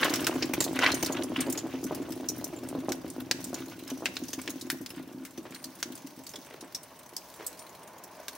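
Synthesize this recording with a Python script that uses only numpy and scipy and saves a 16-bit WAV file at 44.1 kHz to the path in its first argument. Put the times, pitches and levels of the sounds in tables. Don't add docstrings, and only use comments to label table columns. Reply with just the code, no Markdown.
import sys
import numpy as np
from scipy import signal
from scipy.fft import rfft, irfft, next_fast_len
from scipy.io import wavfile
from scipy.ndimage import uniform_filter1d

SR = 44100
rng = np.random.default_rng(int(sys.argv[2]) if len(sys.argv) > 2 else 0)


def store_pcm(level_fs):
    pcm = np.round(np.clip(level_fs, -1, 1) * 32767).astype(np.int16)
    wavfile.write(sys.argv[1], SR, np.atleast_2d(pcm).T)


N = 369116
TIME = np.arange(N) / SR

# (time [s], level [dB])
VIGOUR_DB = [(0, -33.5), (1.0, -34), (1.6, -41), (2.6, -42.5), (3.2, -45.5), (4.6, -47.5), (5.3, -54.5),
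             (6.1, -58), (8.37, -71)]
# (time [s], nominal level [dB], nominal upper band re boom [dB], surge hold [s])
BUBBLE_BURSTS = [(0.318, -28.5, -7, 0.073), (0.436, -34, -22, 0.044), (1.103, -26, 0, .03),
                 (1.193, -25.5, -12, .03), (1.3, -26.5, -16, 0.037), (1.378, -22.5, -32, 0.14),
                 (1.484, -23, -12.5, 0.037), (1.639, -25, -13, 0.03), (1.738, -28.5, -11, 0.074),
                 (1.846, -25.5, -18, 0.071), (1.909, -23, -4.5, 0.068), (2.0, -26, -17, .07),
                 (2.106, -26.5, -26, 0.056), (2.199, -27.5, -14, .05), (2.298, -29, -17, 0.059),
                 (2.382, -29, -24, 0.041), (2.531, -36, -3.5, 0.025), (2.628, -31.5, -18, 0.14),
                 (2.75, -23.5, -12, 0.041), (2.838, -27.5, -24, 0.065), (2.884, -21, -8.5, 0.0063),
                 (2.939, -40, -20, 0.013), (3.045, -27, -11.5, 0.018), (3.181, -27.5, -12, 0.046),
                 (3.344, -31, -18, 0.061), (3.465, -32, -37, 0.02), (3.529, -27.5, -7.5, 0.06),
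                 (3.619, -33, -18, 0.022), (3.754, -38, -19, 0.12), (3.916, -28, -11, 0.011),
                 (4.022, -28.5, -6.5, 0.017), (4.096, -33.5, -19, 0.028), (4.222, -26, -19, 0.0086),
                 (4.378, -30, -20, 0.025), (4.486, -29, -11, 0.017), (4.556, -35, -14, .05),
                 (4.647, -30.5, -38, 0.036), (4.727, -28, -17.5, 0.022), (4.805, -31.5, -24, 0.012),
                 (4.968, -33, -52, 0.037), (5.072, -36.5, -19, .055), (5.145, -33.5, -28, 0.0067),
                 (5.202, -34.5, -32, 0.038), (5.379, -29.5, -16, 0.0091), (5.453, -37.5, -8, 0.023),
                 (5.506, -37, -22, 0.021), (5.653, -38.5, -35, 0.036), (5.856, -34.5, -20, 0.03),
                 (5.901, -32, -13, 0.039), (6.042, -33.5, -45, 0.016), (6.174, -37.5, -24, 0.04),
                 (6.381, -39, -17, .015), (6.626, -35.5, -6.5, .02)]
# (time [s], nominal level [dB])
SPARK_DB = [(0.0, -42), (0.58, -53.5), (1.0, -50.5), (1.17, -58.5), (1.84, -55.5), (2.17, -55.5),
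            (3.31, -60), (3.47, -51), (3.78, -56), (4.41, -51), (5.13, -63.5), (6.13, -55), (6.81, -61.5),
            (7.37, -57), (8.04, -61), (8.37, -54)]
# (peak time [s], nominal level [dB], half length [s])
GAS_SPURTS = [(0.04, -26.5, 0.024), (0.045, -38.5, 0.22), (0.065, -32, 0.017), (0.768, -36.5, 0.015),
              (0.817, -25, 0.012), (0.842, -23, 0.021), (0.886, -29, 0.023), (.93, -52, 0.16),
              (1.089, -38.5, 0.01), (1.152, -33.5, 0.0037), (1.174, -36, 0.015), (1.224, -34.5, 0.0023),
              (1.369, -33, 0.0093), (1.409, -37, 0.024), (1.462, -43, 0.011), (1.558, -49.5, 0.054),
              (1.735, -47.5, 0.029), (1.899, -52.5, 0.006), (2.003, -59.5, 0.015), (2.536, -43.5, 0.0032),
              (3.206, -46.5, 0.005), (3.598, -48.5, 0.039), (3.725, -42, 0.0079), (3.898, -44.5, 0.015),
              (4.395, -43, 0.0071), (4.978, -51, 0.021)]
# (time [s], nominal level [dB], ring [Hz], nominal treble re whole [dB], scatter t60 [s])
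SHARP_SNAPS = [(0.0302, -10.5, 1690, -64, 0.041), (0.138, -15.5, 5750, -11.5, 0.084),
               (0.268, -11.5, 1300, -11.5, 0.078), (0.7904, -14.5, 1700, -18.5, 0.041),
               (0.8631, -7, 2260, -51, 0.035), (2.9204, -19, 5360, -10, 0.063),
               (3.3118, -9, 4760, -17.5, 0.043), (4.0565, -14, 2450, -21.5, 0.07),
               (4.1674, -20.5, 4000, -22, 0.053), (4.4766, -21.5, 2460, -24, 0.049),
               (4.7008, -14.5, 1800, -10.5, 0.062), (4.8617, -26.5, 4500, -13, 0.044),
               (5.2507, -30.5, 1800, -5, 0.093), (5.8276, -16.5, 6040, -17.5, 0.049),
               (8.282, -22.5, 3850, -7, 0.058)]
# (time [s], nominal level [dB], ring [Hz], nominal treble re whole [dB], nominal body re whole [dB])
DROPLET_SPITS = [(0.0427, -18, 3360, -12, -23), (0.095, -23.5, 4300, -19, -21),
                 (0.1557, -19, 5530, -13, -4), (0.2433, -21, 5340, -13, -1), (0.4235, -16, 5460, -29, -7.5),
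                 (0.5353, -14, 6050, -4, 13.5), (0.604, -11, 7350, -16.5, -11.5),
                 (0.622, -20.5, 6690, -11, -3), (0.6399, -17, 4060, -14, -23),
                 (0.9174, -18, 4200, -25, -21), (0.944, -19.5, 6420, -13, -17),
                 (1.026, -16, 6200, -10.5, 0), (1.0449, -20.5, 5600, -16, -24), (1.06, -19, 4200, -14, -13),
                 (1.123, -26, 6600, -12, -15), (1.234, -25, 9900, -23, -44), (1.4046, -17, 8700, -17, -47),
                 (1.4987, -22.5, 9150, -11, -29), (1.524, -19, 6800, -7, -18), (1.575, -22, 6900, -21, -18),
                 (1.588, -25, 7170, -26, -26), (1.839, -24.5, 5900, -11, -39),
                 (1.9467, -26.5, 5040, -4, -4), (2.1208, -28.5, 5400, -9, -5),
                 (2.2862, -14.5, 5930, -19, -39), (2.38, -29.5, 3400, 13, -23),
                 (2.442, -19, 6100, -11, -31), (2.6865, -28, 8900, -12, -15), (2.89, -27, 5950, -16, -11),
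                 (3.1, -28.5, 9150, -14, -24), (3.2017, -31, 5000, 4, -9), (3.441, -24.5, 7900, -16, -31),
                 (3.5423, -22.5, 6700, -17.5, -15), (3.876, -30, 5130, -10, -4),
                 (3.9002, -27.5, 6050, -9, -5), (4.235, -33, 6100, -16, -13), (4.282, -31, 5950, -15, -22),
                 (4.3309, -21.5, 6160, -14.5, -6), (4.502, -25.5, 6600, -10, -14),
                 (4.611, -27.5, 3880, -21, -28), (4.715, -23, 3800, 1, -14), (4.812, -35, 6250, 2, -21),
                 (4.9028, -28, 5240, -1.5, 13), (5.3753, -32.5, 5940, -11, 1),
                 (5.5453, -30.5, 4130, -16, -14), (5.6403, -25, 4300, -17.5, -21),
                 (5.9516, -30.5, 9600, -11, -18), (6.2657, -29.5, 4400, -16, -20),
                 (6.2904, -32, 6640, -10, -9), (6.336, -32.5, 5360, -11, 0),
                 (6.3564, -28.5, 3430, -20.5, -19), (6.6074, -33, 9500, -21, -16),
                 (6.747, -20.5, 5400, -21, -26), (6.831, -34, 9400, -10, -31),
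                 (7.1647, -19.5, 5080, -17, -31), (7.4645, -19, 7940, -7, -25),
                 (7.5916, -34.5, 8840, -23, -31), (8.0365, -32, 5640, -6, -27)]
# (time [s], level [dB], mode [Hz], t60 [s])
BEAD_PINGS = [(.14, -53, 9000, 0.81), (.943, -27, 6410, 0.044), (.946, -41.5, 8900, 0.46),
              (1.125, -35, 6730, 0.069), (2.565, -48.5, 7240, 0.14), (5.55, -54, 9100, 0.66),
              (7.59, -49, 9100, 0.32), (7.87, -60, 9040, .25)]
# (time [s], level [dB])
POUR_DB = [(0, -60), (5.0, -62), (5.7, -57), (6.4, -57), (7.0, -56), (7.6, -52), (8.37, -50.5)]
# (time [s], level [dB], centre [Hz])
AIR_GULPS = [(7.616, -44.5, 615), (8.195, -40, 645)]
# (time [s], nominal level [dB], decay [s], nominal gravel re thud [dB])
STEPS_AND_KNOCK = [(5.453, -41.5, 0.039, -2), (5.522, -44, 0.027, 20), (6.341, -41.5, 0.019, -10),
                   (6.467, -40, 0.093, -6), (6.623, -51, 0.051, 5), (7.126, -44.5, 0.0086, -31),
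                   (7.39, -39, 0.062, -2.5)]

# (frequency [Hz], relative density [dB])
POT_SPECTRUM = [(60, -32.5), (150, -18.5), (218, -18.5), (238, -5.5), (258, 3), (282, -4.5), (312, -0.5),
                (360, -4), (420, -13), (620, -13.5), (800, -19), (1200, -27), (2500, -50), (6000, -90)]
# (frequency [Hz], relative density [dB])
FLAME_SPECTRUM = [(20, -23), (45, -10), (68, -7.5), (115, 1.5), (190, 0.5), (225, -9.5), (500, -39),
                  (1500, -65)]
# (frequency [Hz], relative density [dB])
FIZZ_SPECTRUM = [(500, -50), (2500, -5), (4500, 1), (6300, 5.5), (7600, -12.5), (9200, -4), (12000, -6),
                 (14500, -10), (16000, 8.5)]
# (frequency [Hz], relative density [dB])
GAS_SPECTRUM = [(200, -22), (500, 2), (800, 0), (1100, 4.5), (1600, 2.5), (2800, 2.5), (4000, -3),
                (6000, -12), (9000, -21), (16000, -27)]
# (frequency [Hz], relative density [dB])
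SNAP_SPECTRUM = [(100, -13), (500, -3), (950, -5.5), (1600, 0.5), (3000, 0), (5500, 1), (8000, -3.5),
                 (12000, -11), (15000, -8.5)]
# (frequency [Hz], relative density [dB])
DROPLET_SPECTRUM = [(300, -8), (1200, -13.5), (3000, -7.5), (5500, 1.5), (7500, 2), (9500, 1.5),
                    (12500, 0.5), (15000, 1.5)]
# (frequency [Hz], relative density [dB])
MOULD_SPECTRUM = [(80, -13), (200, -2.5), (330, 0), (470, -1), (610, 5), (760, -0.5), (900, 3.5), (1080, 2),
                  (1270, -7.5), (1600, -7.5), (2200, -11), (5000, -35)]
# (mode [Hz], nominal lift [dB])
SHELL_MODES = [(1433, 4), (1483, 7), (1633, 5), (1677, 6), (1975, 5), (2116, 4), (2270, 5), (2716, 5),
               (2992, 6)]
# (frequency [Hz], correlation [0-1])
STEREO_LIKENESS = [(30, .95), (80, .997), (300, .998), (1000, .985), (2000, .92), (4000, .77), (8000, .3),
                   (15000, .55)]
# (frequency [Hz], t60 [s])
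FOREST_T60 = [(100, 0.093), (1000, 0.96), (4000, 0.33), (15000, 0.46)]

SURGE_DB, SURGE_ATTACK_S, SURGE_RELEASE_S = -13, 0.022, 0.008
FLAME_DB, FLAME_LAG_S, SHRINK_S, FLAME_FOLLOW = -14, 0.01, [3.4, 5.2], 0.54
FIZZ_DB, SMALL_DROPS_DB = 4.5, 3.5
LEAK_DB, HISS_DB = -15.5, -63.5
THUD_HZ, THUD_DB_PER_S = 197, 1.3
EDGE_HZ = 15850


def amp(db):
    return 10 ** (np.asarray(db) / 20)


def unit(x):
    return x / np.sqrt(np.mean(x ** 2) + 1e-20)


def crest(x):
    power = uniform_filter1d(np.atleast_2d(x ** 2).mean(0), size=132, mode="constant")
    return x / np.sqrt(power.max() + 1e-20)


def read(points, hz):
    f, value = np.transpose(points)
    return np.interp(np.log(hz + 1), np.log(f + 1), value)


def level(rows):
    rows = np.array(rows)
    return amp(np.interp(TIME, rows[:, 0], rows[:, 1]))


def add(mix, start_s, sound):
    part = mix[:, max(round(start_s * SR), 0):][:, :sound.shape[-1]]
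    part += sound[..., :part.shape[1]]


def colour(x, db_at, size=4096):
    log_gain = np.log(amp(db_at(abs(np.fft.fftfreq(size, 1 / SR)))))
    response = np.exp(np.conj(signal.hilbert(log_gain)))
    taps = np.fft.ifft(response).real[:size // 2]
    return signal.fftconvolve(np.atleast_2d(x), taps[None], axes=1)[:, :x.shape[-1]]


def spread(pair):
    n = pair.shape[1]
    size = next_fast_len(n)
    same = np.clip(read(STEREO_LIKENESS, np.fft.rfftfreq(size, 1 / SR)), 0, 1)
    mid, side = rfft(pair, size) * np.sqrt([(1 + same) / 2, (1 - same) / 2])
    return irfft([mid + side, mid - side], size)[:, :n]


def flutter(n, rate_hz):
    knots = rng.standard_normal(n // 16 + 2)
    return np.interp(np.arange(n) * rate_hz / SR, np.arange(len(knots)), knots)


def bump(hz, centre_hz, octaves):
    return 1 / (1 + (np.log2((hz + 1) / centre_hz) / octaves) ** 2)


def treble(hz):
    return 1 / (1 + (7500 / (hz + 1)) ** 4)


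def above_boom(hz):
    return bump(hz, 560, 6.9) / (1 + (480 / (hz + 1)) ** 6)


def shell(hz, width_hz=11):
    return sum(db / (1 + ((hz - mode_hz) / width_hz) ** 2) for mode_hz, db in SHELL_MODES)


def patter(per_s, size_db):
    size = amp(size_db * np.minimum(rng.exponential(1, N), 3.5))
    return (rng.random(N) < per_s / SR) * size * rng.standard_normal((2, N))


def patchy(x, depth_db, size):
    z = signal.stft(x, SR, nperseg=256)[2]
    patches = rng.standard_normal(z.shape[:0:-1]).T
    for _ in range(2):
        patches = uniform_filter1d(patches, size=size, axis=0)
        patches = uniform_filter1d(patches, size=3, axis=1)
    gain = amp(depth_db * np.clip(unit(patches), -2, 2))
    return unit(signal.istft(z * gain, SR, nperseg=256)[1][:, :N])


def rush(spectrum, rough_db, rate_hz):
    puffs = rng.standard_normal((2, N)) * amp(rough_db * flutter(N, rate_hz))
    return unit(colour(spread(puffs), lambda hz: read(spectrum, hz)))


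def gas_flow():
    power, t = level(VIGOUR_DB)[None] ** 2, np.arange(SR // 3) / SR
    for start_s, db, _, hold_s in BUBBLE_BURSTS:
        rise = 1 - np.exp(-t / SURGE_ATTACK_S)
        release = np.exp(-np.maximum(t - hold_s, 0) / SURGE_RELEASE_S)
        add(power, start_s, (amp(db + SURGE_DB) * rise * release) ** 2)
    return np.sqrt(power[0])


def boiling(flow, per_s=260, size_db=4, sharp_per_s=55):
    soft = colour(patter(per_s, size_db)[0], lambda hz: read(POT_SPECTRUM, hz) - 5 * above_boom(hz))
    sharp = colour(patter(sharp_per_s, size_db / 2)[0],
                   lambda hz: read(POT_SPECTRUM, hz) + 6 * above_boom(hz))
    boom = unit(soft) + amp(-6.5) * unit(sharp)
    steady = np.sqrt(abs(uniform_filter1d(boom ** 2, size=4400)) + 1e-12)
    return flow * boom / steady


def bubbles(size=4096):
    out, t = np.zeros((2, N)), np.arange(size) / SR
    for start_s, db, sharp_db, _ in BUBBLE_BURSTS:
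        push = 0.046 * rng.standard_normal(size) * np.exp(-t / 0.022)
        push[0] += 1
        edge = lambda hz: 1.8 * (sharp_db + 10.5) * above_boom(hz)
        thud = lambda hz: THUD_DB_PER_S * start_s * bump(hz, THUD_HZ, 0.35)
        boom = colour(push, lambda hz: read(POT_SPECTRUM, hz) + edge(hz) + thud(hz))
        add(out, start_s + 0.00091, amp(db - 3.5) * crest(boom))
    return out


def flame(flow):
    tall = np.interp(TIME, SHRINK_S, [1, .15])
    roar = rush(FLAME_SPECTRUM, rough_db=1.0, rate_hz=32)
    small = colour(roar, lambda hz: 3 - 14 / (1 + (hz / 120) ** 4))
    keep = np.exp(-1 / (FLAME_LAG_S * SR))
    fed = signal.lfilter([1 - keep], [1, -keep], flow - flow[0]) + flow[0]
    strength = amp(FLAME_DB) * flow[0] * (fed / flow[0]) ** FLAME_FOLLOW
    rumble = strength * (tall * roar + (1 - tall) * small)
    sparks = spread(patter(per_s=12000, size_db=-3.0)) * amp(2.3 * flutter(N, 35))
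    fizz = unit(colour(patchy(sparks, depth_db=-1.0, size=8), lambda hz: read(FIZZ_SPECTRUM, hz)))
    return rumble + amp(FIZZ_DB) * level(SPARK_DB) * fizz


def jet(flow):
    power = (amp(LEAK_DB) * flow) ** 2 + amp(HISS_DB) ** 2
    for peak_s, db, half_s in GAS_SPURTS:
        power = power + amp(db + 1.0) ** 2 / (1 + ((TIME - peak_s) / half_s) ** 2 / 2) ** 4
    shocks = spread(patter(per_s=8000, size_db=1.5)) * amp(3.6 * flutter(N, 200))
    sputter = patchy(shocks, depth_db=3.0, size=4)
    voice = lambda hz: read(GAS_SPECTRUM, hz) + shell(hz)
    strength = np.sqrt(np.mean(colour(sputter, voice) ** 2))
    return colour(sputter * np.sqrt(power), voice) / strength


def snaps(size=6144):
    out, t = np.zeros((2, N)), np.arange(size) / SR
    for start_s, db, ring_hz, treble_db, t60_s in SHARP_SNAPS:
        scatter = 0.16 * amp(-60 * t / max(t60_s, .005))
        rattle = 0.085 * np.exp(-t / 0.0012)
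        snap = (scatter + rattle) * rng.standard_normal((2, size))
        snap[0, 0] += 1.2
        ring = lambda hz: shell(hz, width_hz=83) / 4 + 7 * bump(hz, ring_hz, 0.37)
        tilt = lambda hz: 1.13 * (treble_db + 16) * treble(hz)
        voiced = colour(spread(snap), lambda hz: read(SNAP_SPECTRUM, hz) + ring(hz) + tilt(hz))
        add(out, start_s + .0004, amp(db - 7.5) * crest(voiced))
    return out


def spit(ring_hz, treble_db, body_db, sizzle_s, size=3072):
    t = np.arange(size) / SR
    shape = (1 - np.exp(-t / 0.001)) * (np.exp(-t / sizzle_s) + 0.59 * np.exp(-t / 0.012))
    puff = rng.standard_normal((2, size)) * shape * amp(1.8 * flutter(size, 527))
    add(puff, rng.uniform(.0004, 0.0014), 0.38 * puff)
    ring = lambda hz: 8 * bump(hz, ring_hz, 0.11) + 5 * bump(hz, ring_hz, 0.025)
    top = lambda hz: 1.38 * (treble_db + 9.5) * treble(hz)
    body = lambda hz: 0.81 * (body_db + 17.5) / (1 + (hz / 4000) ** 6)
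    voice = lambda hz: read(DROPLET_SPECTRUM, hz) + ring(hz) + top(hz) + body(hz)
    return crest(colour(spread(puff), voice, size=512))


def spatter(count=240, sizzle_s=0.0066):
    out, sparks = np.zeros((2, N)), level(SPARK_DB)
    for start_s, db, *kind in DROPLET_SPITS:
        add(out, start_s, amp(db - 9) * spit(*kind, sizzle_s))
    for k, (when, weight, pitch, wet) in enumerate(rng.random((count, 4))):
        at = int((k + when) / count * (N - 1))
        gain = sparks[at] * amp(SMALL_DROPS_DB + 10 * weight ** 2)
        drop = spit(3800 * 2.6 ** pitch, -6.5, -1.3, sizzle_s * (0.15 + wet))
        add(out, at / SR, gain * drop)
    return out


def pings():
    out, t = np.zeros((2, N)), np.arange(SR // 2) / SR
    for start_s, db, mode_hz, t60_s in BEAD_PINGS:
        phase = 2 * np.pi * (mode_hz * t + rng.random((2, 1)) / 4)
        decay = amp(db - 60 * t / t60_s + 3.4 * flutter(len(t), 320))
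        add(out, start_s, decay * np.sin(phase + 0.44 * flutter(len(t), 220)))
    return out


def pour(size=4096):
    out = level(POUR_DB) * rush(MOULD_SPECTRUM, rough_db=1.5, rate_hz=90)
    t = np.arange(size) / SR
    for start_s, db, centre_hz in AIR_GULPS:
        churn = spread(rng.standard_normal((2, size))) * t * np.exp(-t / 0.0039)
        gulp = colour(churn, lambda hz: 36 * bump(hz, centre_hz, 0.8))
        add(out, start_s, amp(db) * crest(gulp))
    return out


def steps_and_knock(size=16384):
    out, t = np.zeros((2, N)), np.arange(size) / SR
    for start_s, db, decay_s, gravel_db in STEPS_AND_KNOCK:
        weight = (1 - np.exp(-t / 0.00079)) * np.exp(-t / max(decay_s, .005))
        grind = spread(rng.standard_normal((2, size))) * weight * amp(7.0 * flutter(size, 211))
        thud = lambda hz: bump(hz, 404, 1) ** 2
        gravel = lambda hz: amp(gravel_db - 5.0) * bump(hz, 1630, 1.5) ** 2
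        contact = colour(grind, lambda hz: 20 * np.log10(1e-4 + thud(hz) + gravel(hz)))
        add(out, start_s, amp(db - 0.5) * crest(contact))
    return out


def forest(x, size=32768):
    hz, t, z = signal.stft(rng.standard_normal((2, size)), SR, nperseg=256)
    z = z * amp(-60 * t / read(FOREST_T60, hz)[:, None]) * (1 - np.exp(-t / 0.0043))
    tail = signal.istft(z, SR, nperseg=256)[1]
    return signal.fftconvolve(x, tail / np.linalg.norm(tail[0]), axes=1)[:, :N]


def air():
    spectrum = [(20, 2), (45, -1), (110, -7.5), (190, -8), (350, -22), (1200, -16)]  # (Hz, relative dB)
    return amp(-63.0) * rush(spectrum, rough_db=3, rate_hz=4.1)


def scene():
    flow = gas_flow()
    burn = boiling(flow) + bubbles() + flame(flow) + pour() + steps_and_knock()
    sharp = jet(flow) + snaps() + spatter() + pings()
    return burn + sharp + air() + forest(amp(-15.0) * sharp + amp(-13) * burn)


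def record(dry):
    hz = np.fft.rfftfreq(N, 1 / SR)
    tilt_db = np.array([[1], [-1]]) * (2.6 * bump(hz, 14000, .25) - 1.2 * bump(hz, 8000, .4))
    heard = irfft(rfft(dry) * amp(tilt_db), N)
    heard = signal.sosfilt(signal.butter(4, 57, "high", fs=SR, output="sos"), heard)
    heard = .6 * np.tanh(heard / .6)
    low_pass = signal.firwin(401, EDGE_HZ, window=("kaiser", 8), fs=SR)
    return signal.oaconvolve(heard, low_pass[None], "same")


dry = scene()
out = record(dry)
store_pcm(out)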